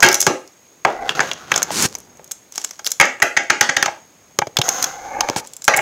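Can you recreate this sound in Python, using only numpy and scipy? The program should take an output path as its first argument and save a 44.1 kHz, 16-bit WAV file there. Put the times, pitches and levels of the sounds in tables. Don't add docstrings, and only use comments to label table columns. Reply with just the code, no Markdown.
import sys
import numpy as np
from scipy import signal
from scipy.fft import rfft, irfft, next_fast_len
from scipy.io import wavfile

SR = 44100
rng = np.random.default_rng(int(sys.argv[2]) if len(sys.argv) > 2 else 0)


def unload_audio(sound):
    columns = np.transpose(np.atleast_2d(sound))
    steps = np.round(np.clip(columns, -1, 1) * 32767)
    wavfile.write(sys.argv[1], SR, steps.astype(np.int16))


N = 256612

# (frequency [Hz], level [dB])
FLOOR_COLOUR = [(24, -46.5), (60, -19), (150, -10.5), (345, -8), (520, -9), (950, -13.5), (1700, -16.5),
                (2350, -14), (2800, -17.5), (4400, -19), (6000, -17), (7200, -16.5), (9000, -30),
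                (15500, -24)]
FLOOR_DB = -54
WHINE_HZ, WHINE_WIDTH_HZ, WHINE_DB = 6553, 77, -54.5
MAINS_HZ = 60

# (frequency [Hz], t60 [s])
ROOM_T60 = [(100, 0.0073), (400, 0.3421), (1000, 0.2975), (2200, 0.3372), (4000, 0.3016), (6400, 0.2582),
            (9000, 0.4622), (15000, 0.2029)]
# (frequency [Hz], level [dB])
ROOM_COLOUR = [(100, -11), (400, 12), (900, -0.5), (2200, -5), (2700, -3.5), (4500, -5.5), (6400, -2.5),
               (8500, -10.5), (15000, -8.5)]
# (time [s], level [dB])
WETNESS = [(.1,-1.5), (1.2,-5.5), (1.55,-11.5), (1.85,-17), (2.3,-6.5), (2.87,-11), (3,-0.5), (3.77,-1.5),
           (3.88,-8.5), (4.45,-21), (4.7,-16), (5.35,-13), (5.7,-1.5)]
ROOM_TRIM_DB = -7.5

# (time [s], level [dB])
HANDLING = [(0,-38), (.6,-66), (1.1,-51), (1.85,-42.5), (2.05,-51), (2.21,-52.5), (2.45,-61.5), (4.1,-57),
            (5.4,-52.5), (5.8,-64.5)]
# (start [s], length [s], first level [dB], last level [dB])
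RUSTLES = [(1.86,0.2,-36.5,-59.5), (2.528,0.295,-37,-53.5), (2.871,.1,-30,-52), (5.428,0.19,-44,-61)]
RUSTLE_ATTACK_S, RUSTLE_RELEASE_S = 0.0242, 0.1487
# (start [s], length [s], first level [dB], last level [dB])
RUBS = [(1.709,0.1486,-26.5,-13), (5.359,0.0398,-22,-27.5)]
# (frequency [Hz], level [dB])
RUB_COLOUR = [(35, -43), (60, -18), (160, -8.5), (256, -3), (308, -3.5), (346, -4), (492, -9), (579, -15),
              (1060, -9.5), (1550, -9.5), (3500, -12), (6430, -6), (13000, -22.5), (16000, -27)]
RUB_ATTACK_S, RUB_RELEASE_S = 0.0068, 0.0417

# (time [s], hum of the tin [dB], scrape of the rim [dB])
SLIDES = [
    [(.87,-49,-34), (.95,-35.5,-40), (1.0,-28.5,-44), (1.07,-28.5,-35.5), (1.11,-37,-27), (1.15,-53.5,-50)],
    [(1.15,-59.5,-28), (1.18,-22.5,-31), (1.29,-46.5,-29), (1.35,-68,-42.5), (1.41,-54,-39), (1.46,-67,-44),
     (1.55,-35,-24), (1.66,-44,-38), (1.71,-35,-32.5)],
    [(4.56,-39,-66), (4.61,-33,-57.5), (4.64,-34,-31.5), (4.69,-30,-29), (4.84,-36.5,-29), (4.98,-35,-42),
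     (5.08,-33.5,-42), (5.19,-23,-42), (5.33,-36,-37), (5.46,-44,-53.5)],
]
# (multiple of the hum pitch [ratio], width [Hz], level [dB])
HUM_RESONANCES = [(.46, 158.1, -13), (.7, 198.8, -2), (1.001, 200.2, 5), (1.35, 417, -4.5), (1.95, 520, -6),
                  (2.62, 334.8, -8)]
HUM_START_HZ, HUM_RISE_HZ_PER_S = 729.6, 151
# (frequency [Hz], level [dB])
SCRAPE_COLOUR = [(60, -19.5), (150, 0), (400, -4), (800, -4.5), (1400, 2), (2200, -9.5), (2600, -7.5),
                 (3500, -9), (4600, -11.5), (6400, -11.5), (8500, -25.5), (15500, -31.5)]
# (frequency [Hz], level [dB])
SQUEAL_COLOUR = [(3000, -33.5), (4800, -22), (5400, -12.5), (5800, -16), (6250, -0.5), (6600, 0),
                 (7100, -13.5), (8000, -26), (10000, -35), (11800, -23.5), (15500, -29.5)]
SQUEAL_START_DB = [-21.5, -8, 4]
SQUEAL_FADE_DB_PER_S = 13

# (frequency [Hz], level [dB])
CRASH_COLOUR = [(100, 2.5), (400, -4.5), (1200, 2), (2200, -2.5), (2800, 0.5), (4500, 1), (6400, 2.5),
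                (7600, -2.5), (9000, -7.5), (11500, -3.5), (15500, -7.5)]
# (time [s], level [dB], brightness [dB], favoured mode [Hz])
CLICKS = [(.004,-19,-8,6485), (.0228,-21.5,-6,6556), (.0867,-9,-4.5,5670), (.1156,-20,-1.5,5200),
          (.1272,-17,3,6100), (.1433,-9.5,1,6076), (.1522,-17.5,-1.5,6070), (.2025,-22.5,5,6385),
          (.2049,-12.5,5.5,6260), (.2143,-13.5,5,6100), (.2258,-15.5,-4,6340), (.4759,-42.5,-2,5700),
          (1.0922,-15,-17,3300), (1.3141,-19.5,-15.5,3225), (1.333,-27,-6.5,6450), (1.5401,-19,-13.5,3380),
          (1.5605,-11,-8,6640), (1.5771,-15.5,-5.5,6640), (1.6198,-22.5,-17,6750), (1.6286,-11,1,6420),
          (1.824,-17,6.5,6320), (1.852,-19.5,-13,6070), (1.9515,-22,-4,6190), (1.9847,-43,10.5,6205),
          (2.002,-46,7.5,6105), (2.1711,-48,1.5,6790), (2.2432,-44,8,6600), (2.2759,-44.5,2,6490),
          (2.3115,-28.5,-4,6850), (2.3165,-25.5,8,6490), (2.5225,-35,0.5,6320), (2.5569,-29,0.5,6650),
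          (2.5787,-18.5,-5.5,6590), (2.6147,-32,-3,6850), (2.6415,-28.5,-4.5,6500), (2.646,-18,-1.5,7050),
          (2.7093,-28.5,-4,5650), (2.7335,-44,-8.5,6090), (2.8452,-27,-1,5200), (2.8555,-31,2.5,5750),
          (2.8608,-26,0.5,6700), (2.8652,-16,-2,4060), (2.8723,-17,-1.5,6110), (2.9057,-31.5,7,6320),
          (2.917,-17,5,6290), (3.0535,-24,-3,6640), (3.2008,-34,-19,7560), (3.226,-24,9,6500),
          (3.437,-44,0,7500), (4.5687,-9.5,-9.5,3270), (4.615,-13,-9,3250), (4.6888,-10,-1,6383),
          (4.826,-13.5,0,6270), (4.8415,-12.5,-2.5,6280), (5.4724,-37,6,7300), (5.5347,-35,4,8300),
          (5.5659,-35.5,8.5,7400), (5.6202,-32,-0.5,7070), (5.6422,-27.5,5.5,5800), (5.65,-30.5,9,7510),
          (5.7645,-26,12.5,7340), (5.7712,-26.5,17,6760)]
# (frequency [Hz], level [dB], factor on the ring t60 [ratio])
CLUSTER_MODES = [(770, -4.5, 0.46), (1600, -3.5, 0.54), (2232, -8.5, 1.7), (3402.5, -2.5, 1.2),
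                 (4110, -2.5, .7), (5250, -5, 2.9), (5706, -5.5, 0.42), (6063, -0.5, 0.69),
                 (6486, -4.5, 1.1), (7314, 1.5, 0.412), (8150, -30, .7), (11090, -0.5, 0.39),
                 (14092, -1.5, 0.48)]
CLICK_EDGES_HZ = [300, 2500, 8000, 16000]
CLICK_BODY_DB, CLICK_TOP_DB, CLICK_T60_S = -15, -6.5, 0.0193

# (time [s], level [dB], thud above the level [dB],
# hard edge above the level [dB], favoured mode [Hz], ring t60 [s])
KNOCKS = [(0.0256,-4.5,-23,-13.5,1706,0.1), (.029,-8,-14,2.5,2380,0.057), (.045,-24,6,8,354.8,0.115),
          (.062,-20.5,-2,2.5,825,0.0674), (.121,-26,-13,-6.5,1630,0.062), (.266,-12.5,-6,-0.5,1250,0.0357),
          (0.2737,-21.5,4,-4,354.1,0.0488), (0.8489,-13,-26,-18,1325,0.0217), (0.8511,-13,-6,-17,782,0.022),
          (1.1929,-18.5,-9.5,-31.5,1780,0.0093), (1.5171,-17.5,-11,-2,2460,0.0303),
          (1.7048,-29.5,-9,-5.5,702,0.0324), (1.85,-34,12,-9.5,207,0.0286), (2.194,-47,2.5,-17,713,0.0307),
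          (2.7925,-38,-16.5,1.5,1248,0.048), (2.9993,-8,-18,-5.5,2257,0.0204),
          (4.388,-18.5,-1.5,3.5,1260,0.0188), (4.4175,-18.5,-9.5,-20.5,872.4,0.0407),
          (4.4696,-35.5,8,-2.5,706,0.0396), (4.5869,-25.5,7,5.5,140.6,0.0355),
          (4.682,-27,-4,-4.5,698,0.028), (5.2068,-21,-27,5.5,1073,0.027), (5.2868,-21.5,-1.5,-6,870,0.0216),
          (5.2978,-28.5,3.5,4,276.4,0.0122), (5.3617,-25.5,-1,-3,508,0.013),
          (5.6789,-7,-18,-4.5,1404,0.0316), (5.7763,-18.5,-10.5,-13,830,0.041)]
# (time [s], level [dB],
# hard edge above the level [dB], favoured mode [Hz], rise [s])
ROCKS = [(1.2032,-16.5,-4.5,1531,0.00289), (3.0098,-12,-1,2198,0.00268), (3.22,-12.5,-3.5,1914,0.00705),
         (3.3665,-15.5,-2.5,1932,0.00763), (3.4991,-13.5,-1.5,1747,0.00465), (3.6098,-13,3.5,1748,0.00164),
         (3.69,-18.5,-2,1845,0.00672), (3.7662,-17.5,1.5,1853,0.00265), (3.8262,-16.5,1.5,1812,0.00076),
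         (3.8583,-21.5,0.5,1274,0.00158), (3.8785,-22.5,-20.5,874,0.00544), (5.737,-18,-6.5,2180,0.00697),
         (5.786,-21,-10.5,2098,0.0061)]
# (frequency [Hz], level [dB], factor on the ring t60 [ratio])
TIN_MODES = [(134.7, -4.5, 1.2), (208.66, -6.5, 0.29), (272, -7.5, 1), (364.24, -5.5, 1.8),
             (532, -10.5, 2.1), (568.3, -4, 1.7), (682.4, 8.5, 0.6), (823, 12, 1.346), (913.4, 1.5, 1.2),
             (1325.3, -6, 1.2), (1514.8, -2, 1.1), (1627.7, 4.5, 0.99), (1878.6, 0.5, 0.66),
             (2014, -1, 0.64), (2185.5, 4.5, 0.63), (2319, -6.5, 1.7), (3233.7, -4.5, 1.3), (5102, 2, 0.45),
             (6173, 9, 0.45), (6681, 5.5, 0.83), (9530, -15.5, .7), (11758, -16, 0.8)]
KNOCK_EDGES_HZ = [100, 520, 1150, 2600, 7500, 16000]
KNOCK_RISE_S = 0.00086
ROCK_THUD_DB, ROCK_T60_S = -15, 0.0283
LEAN_PIVOT_HZ, LEAN_DB_PER_OCTAVE, LEAN_MAX_DB = 1180, 7.5, 5
TOP_DB, TOP_DULLING_DB_PER_S = -13, 2204
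CRASH_KNEE_S, CRASH_STRETCH = .03, 0.32

CUTOFF_HZ = 15850


def amp(db):
    return 10 ** (np.asarray(db) / 20)


def unit(x):
    return x / np.sqrt(np.mean(x ** 2) + 1e-20)


def decay(t60s):
    return np.exp(-np.log(1000) * t60s)


def read(points, hz):
    f, value = np.transpose(points)
    return np.interp(np.log(hz + 1), np.log(f), value)


def level(rows, column=1):
    rows = np.array(rows)
    return amp(np.interp(np.arange(N) / SR, rows[:, 0], rows[:, column], left=-120, right=-120))


def add(mix, s, sound):
    part = mix[max(round(s * SR), 0):][:len(sound)]
    part += sound[:len(part)]


def coloured(x, points):
    size = next_fast_len(len(x))
    gain = amp(read(points, np.fft.rfftfreq(size, 1 / SR)))
    return unit(irfft(rfft(x, size) * gain, size)[:len(x)])


def grains(per_s, spread_db):
    size = amp(spread_db * np.minimum(rng.exponential(1, N), 4))
    happens = rng.random(N) < per_s / SR
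    return unit(rng.standard_normal(N) * size * happens)


def background():
    floor = coloured(rng.standard_normal(N), FLOOR_COLOUR)
    hz = np.fft.rfftfreq(N, 1 / SR)
    peak = 1 + ((hz - WHINE_HZ) / WHINE_WIDTH_HZ) ** 2
    whine = unit(irfft(rfft(rng.standard_normal(N)) / peak, N))
    cycle = np.arange(N) * MAINS_HZ / SR % 1
    whine = whine * (1 - .75 * np.exp(-((cycle - .5) / .12) ** 2))
    impulses = np.diff((cycle > .5) * 1., prepend=0).clip(0)
    ticks = coloured(impulses, [(3000, -40), (6000, -12), (7000, 0), (9000, -3), (12000, -8), (16000, -20)])
    return amp(FLOOR_DB) * floor + amp(WHINE_DB) * whine + amp(-67.5) * ticks


def room_tails(count):
    hz, t, z = signal.stft(rng.standard_normal((count, SR // 2)), SR, nperseg=256)
    fall_db = 60 * t / read(ROOM_T60, hz)[:, None]
    z = z * amp(read(ROOM_COLOUR, hz)[:, None] - fall_db)
    tails = signal.istft(z, SR, nperseg=256)[1]
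    seconds = np.arange(tails.shape[1]) / SR
    tails = tails * (1 - np.exp(-seconds / 0.0032))
    return tails / np.linalg.norm(tails, axis=1, keepdims=True)


def room_gain(s):
    return amp(np.interp(s, *np.transpose(WETNESS)) + ROOM_TRIM_DB)


def flutter(depth_db):
    waver = coloured(rng.standard_normal(N), [(5, -4.0), (30, 0.5), (80, -10.5), (200, -37), (400, -100)])
    return amp(depth_db * waver)


def gesture(start, length, first_db, last_db, attack, release):
    t = np.arange(N) / SR - start
    held_db = first_db + (last_db - first_db) * np.clip(t / length, 0, 1)
    return np.clip(t / attack, 0, 1) * amp(held_db) * decay(np.maximum(t - length, 0) / release)


def handling():
    fumbles = grains(per_s=2000, spread_db=2)
    colour = [(30, -22), (100, -4.5), (250, -5.5), (800, -10.5), (2000, -21), (6000, -45.5)]
    return coloured(fumbles, colour) * level(HANDLING)


def mesh_rustle():
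    colour = [(300, -14.0), (900, 0.0), (2000, -1.5), (4000, 1.0), (6400, 9.0), (9000, -6), (15000, -11)]
    ticks = coloured(grains(per_s=1900, spread_db=3), colour)
    return ticks * sum(gesture(*row, RUSTLE_ATTACK_S, RUSTLE_RELEASE_S) for row in RUSTLES)


def close_rubs():
    rub = coloured(grains(per_s=12000, spread_db=2), RUB_COLOUR) * flutter(depth_db=0.48)
    return rub * sum(gesture(*row, RUB_ATTACK_S, RUB_RELEASE_S) for row in RUBS)


def resonate(x, hz, width):
    turn = np.exp(2j * np.pi * np.cumsum(hz) / SR)
    r = np.exp(-np.pi * width / SR)
    return unit((turn * signal.lfilter([1], [1, -2 * r, r * r], x / turn)).real)


def sliding():
    slips = grains(per_s=2500, spread_db=-0.5)
    t = np.arange(N) / SR
    elapsed = np.zeros(N)
    for stroke in SLIDES:
        start, end = stroke[0][0], stroke[-1][0]
        elapsed += (t - start) * (t >= start) * (t < end)

    pitch = HUM_START_HZ + HUM_RISE_HZ_PER_S * elapsed
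    hum = unit(sum(amp(db) * resonate(slips, pitch * multiple, width)
                   for multiple, width, db in HUM_RESONANCES))
    hum_gain = sum(level(stroke, column=1) for stroke in SLIDES)

    scrape = coloured(slips, SCRAPE_COLOUR)
    scrape_gain = sum(level(stroke, column=2) for stroke in SLIDES)

    squeal = coloured(rng.standard_normal(N), SQUEAL_COLOUR)
    squeal_gain = sum(amp(db) * level(stroke, column=2) for stroke, db in zip(SLIDES, SQUEAL_START_DB))
    squeal_gain = squeal_gain * amp(-SQUEAL_FADE_DB_PER_S * elapsed)
    return hum * hum_gain + scrape * scrape_gain + squeal * squeal_gain


def strike(modes, favoured_hz, t60, rise, favour_db, crash_db, crash_share):
    t = np.arange(SR // 5) / SR
    hz, db, life = np.transpose(modes)[:, :, None]
    phase, detune, chance = rng.standard_normal((3, len(hz), 1))
    nearness = np.exp(-(np.log(hz / favoured_hz) / .06) ** 2)
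    db = db + 2 * chance + favour_db * nearness
    swell = amp(-8 * (1 - np.minimum(t / max(rise, 1e-4), 1)))
    age = np.maximum(t - rise, 0) / max(t60, .004)
    tones = np.sin(2 * np.pi * (hz * (1 + 0.0041 * detune) * t + phase))
    ring = (amp(db) * decay(age / life) * tones).sum(0)
    grid = np.geomspace(60, SR / 2, num=200)
    crowding = np.exp(-(np.log(grid / favoured_hz) / 0.33) ** 2)
    colour = read(CRASH_COLOUR, grid) + 0.747 * favour_db * crowding
    noise = coloured(rng.standard_normal(len(t)), np.c_[grid, colour])
    crash = amp(crash_db) * decay(age / crash_share) * noise
    return swell * (ring + crash)


def band_filters(edges):
    return [signal.butter(3, pair, "band", fs=SR, output="sos") for pair in zip(edges, edges[1:])]


def weigh(x, filters, levels_db, size):
    bands = [signal.sosfilt(sos, x + 1e-15) for sos in filters]
    return sum(amp(db) * b / np.sqrt(np.mean(b[:size] ** 2)) for b, db in zip(bands, levels_db))


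def magnet_clicks(tails):
    out, filters = np.zeros(N), band_filters(CLICK_EDGES_HZ)
    for k, (s, db, bright_db, hz) in enumerate(CLICKS):
        snap = strike(CLUSTER_MODES, hz, CLICK_T60_S, rise=0.00055, favour_db=17.5, crash_db=13, crash_share=1.0)
        levels_db = db + np.array([CLICK_BODY_DB - bright_db, 0, CLICK_TOP_DB + bright_db])
        snap = weigh(snap, filters, levels_db, size=SR // 125)
        echo = signal.fftconvolve(snap, tails[k % len(tails)])
        add(out, s, snap)
        add(out, s + 0.0017, room_gain(s) * echo)
    return out


def tin_knocks(tails):
    out, filters = np.zeros(N), band_filters(KNOCK_EDGES_HZ)
    blows = [(*row, KNOCK_RISE_S) for row in KNOCKS]
    blows += [(s, db, ROCK_THUD_DB, edge_db, hz, ROCK_T60_S, rise) for s, db, edge_db, hz, rise in ROCKS]
    for k, (s, db, thud_db, edge_db, hz, t60, rise) in enumerate(blows):
        lean_db = LEAN_DB_PER_OCTAVE * np.log2(hz / LEAN_PIVOT_HZ)
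        lean_db = np.clip(lean_db, -LEAN_MAX_DB, LEAN_MAX_DB)
        top_db = edge_db + TOP_DB - TOP_DULLING_DB_PER_S * rise
        levels_db = db + np.array([thud_db, -lean_db, lean_db, edge_db, top_db])
        share = (CRASH_KNEE_S / t60) ** (1 - CRASH_STRETCH) if t60 > CRASH_KNEE_S else 1
        near = strike(TIN_MODES, hz, t60, rise, favour_db=12.5, crash_db=12, crash_share=0.83 * share)
        far = strike(TIN_MODES, hz, t60, rise, favour_db=8.5, crash_db=16.5, crash_share=0.84 * share)
        near, far = (weigh(blow, filters, levels_db, size=SR // 50) for blow in (near, far))
        echo = signal.fftconvolve(far, tails[k % len(tails)])
        add(out, s, near)
        add(out, s + .002, room_gain(s) * echo)
    return out


def scene():
    tails = room_tails(count=12)
    hand = handling() + mesh_rustle() + close_rubs()
    mix = background() + hand + sliding() + magnet_clicks(tails) + tin_knocks(tails)
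    return mix[None]


def record(dry):
    ceiling = .86
    clipped = dry / (1 + (dry / ceiling) ** 8) ** (1 / 8)
    lowpass = signal.firwin(255, CUTOFF_HZ, window=("kaiser", 9), fs=SR)
    return signal.oaconvolve(clipped, lowpass[None], "same")


dry = scene()
out = record(dry)
unload_audio(out)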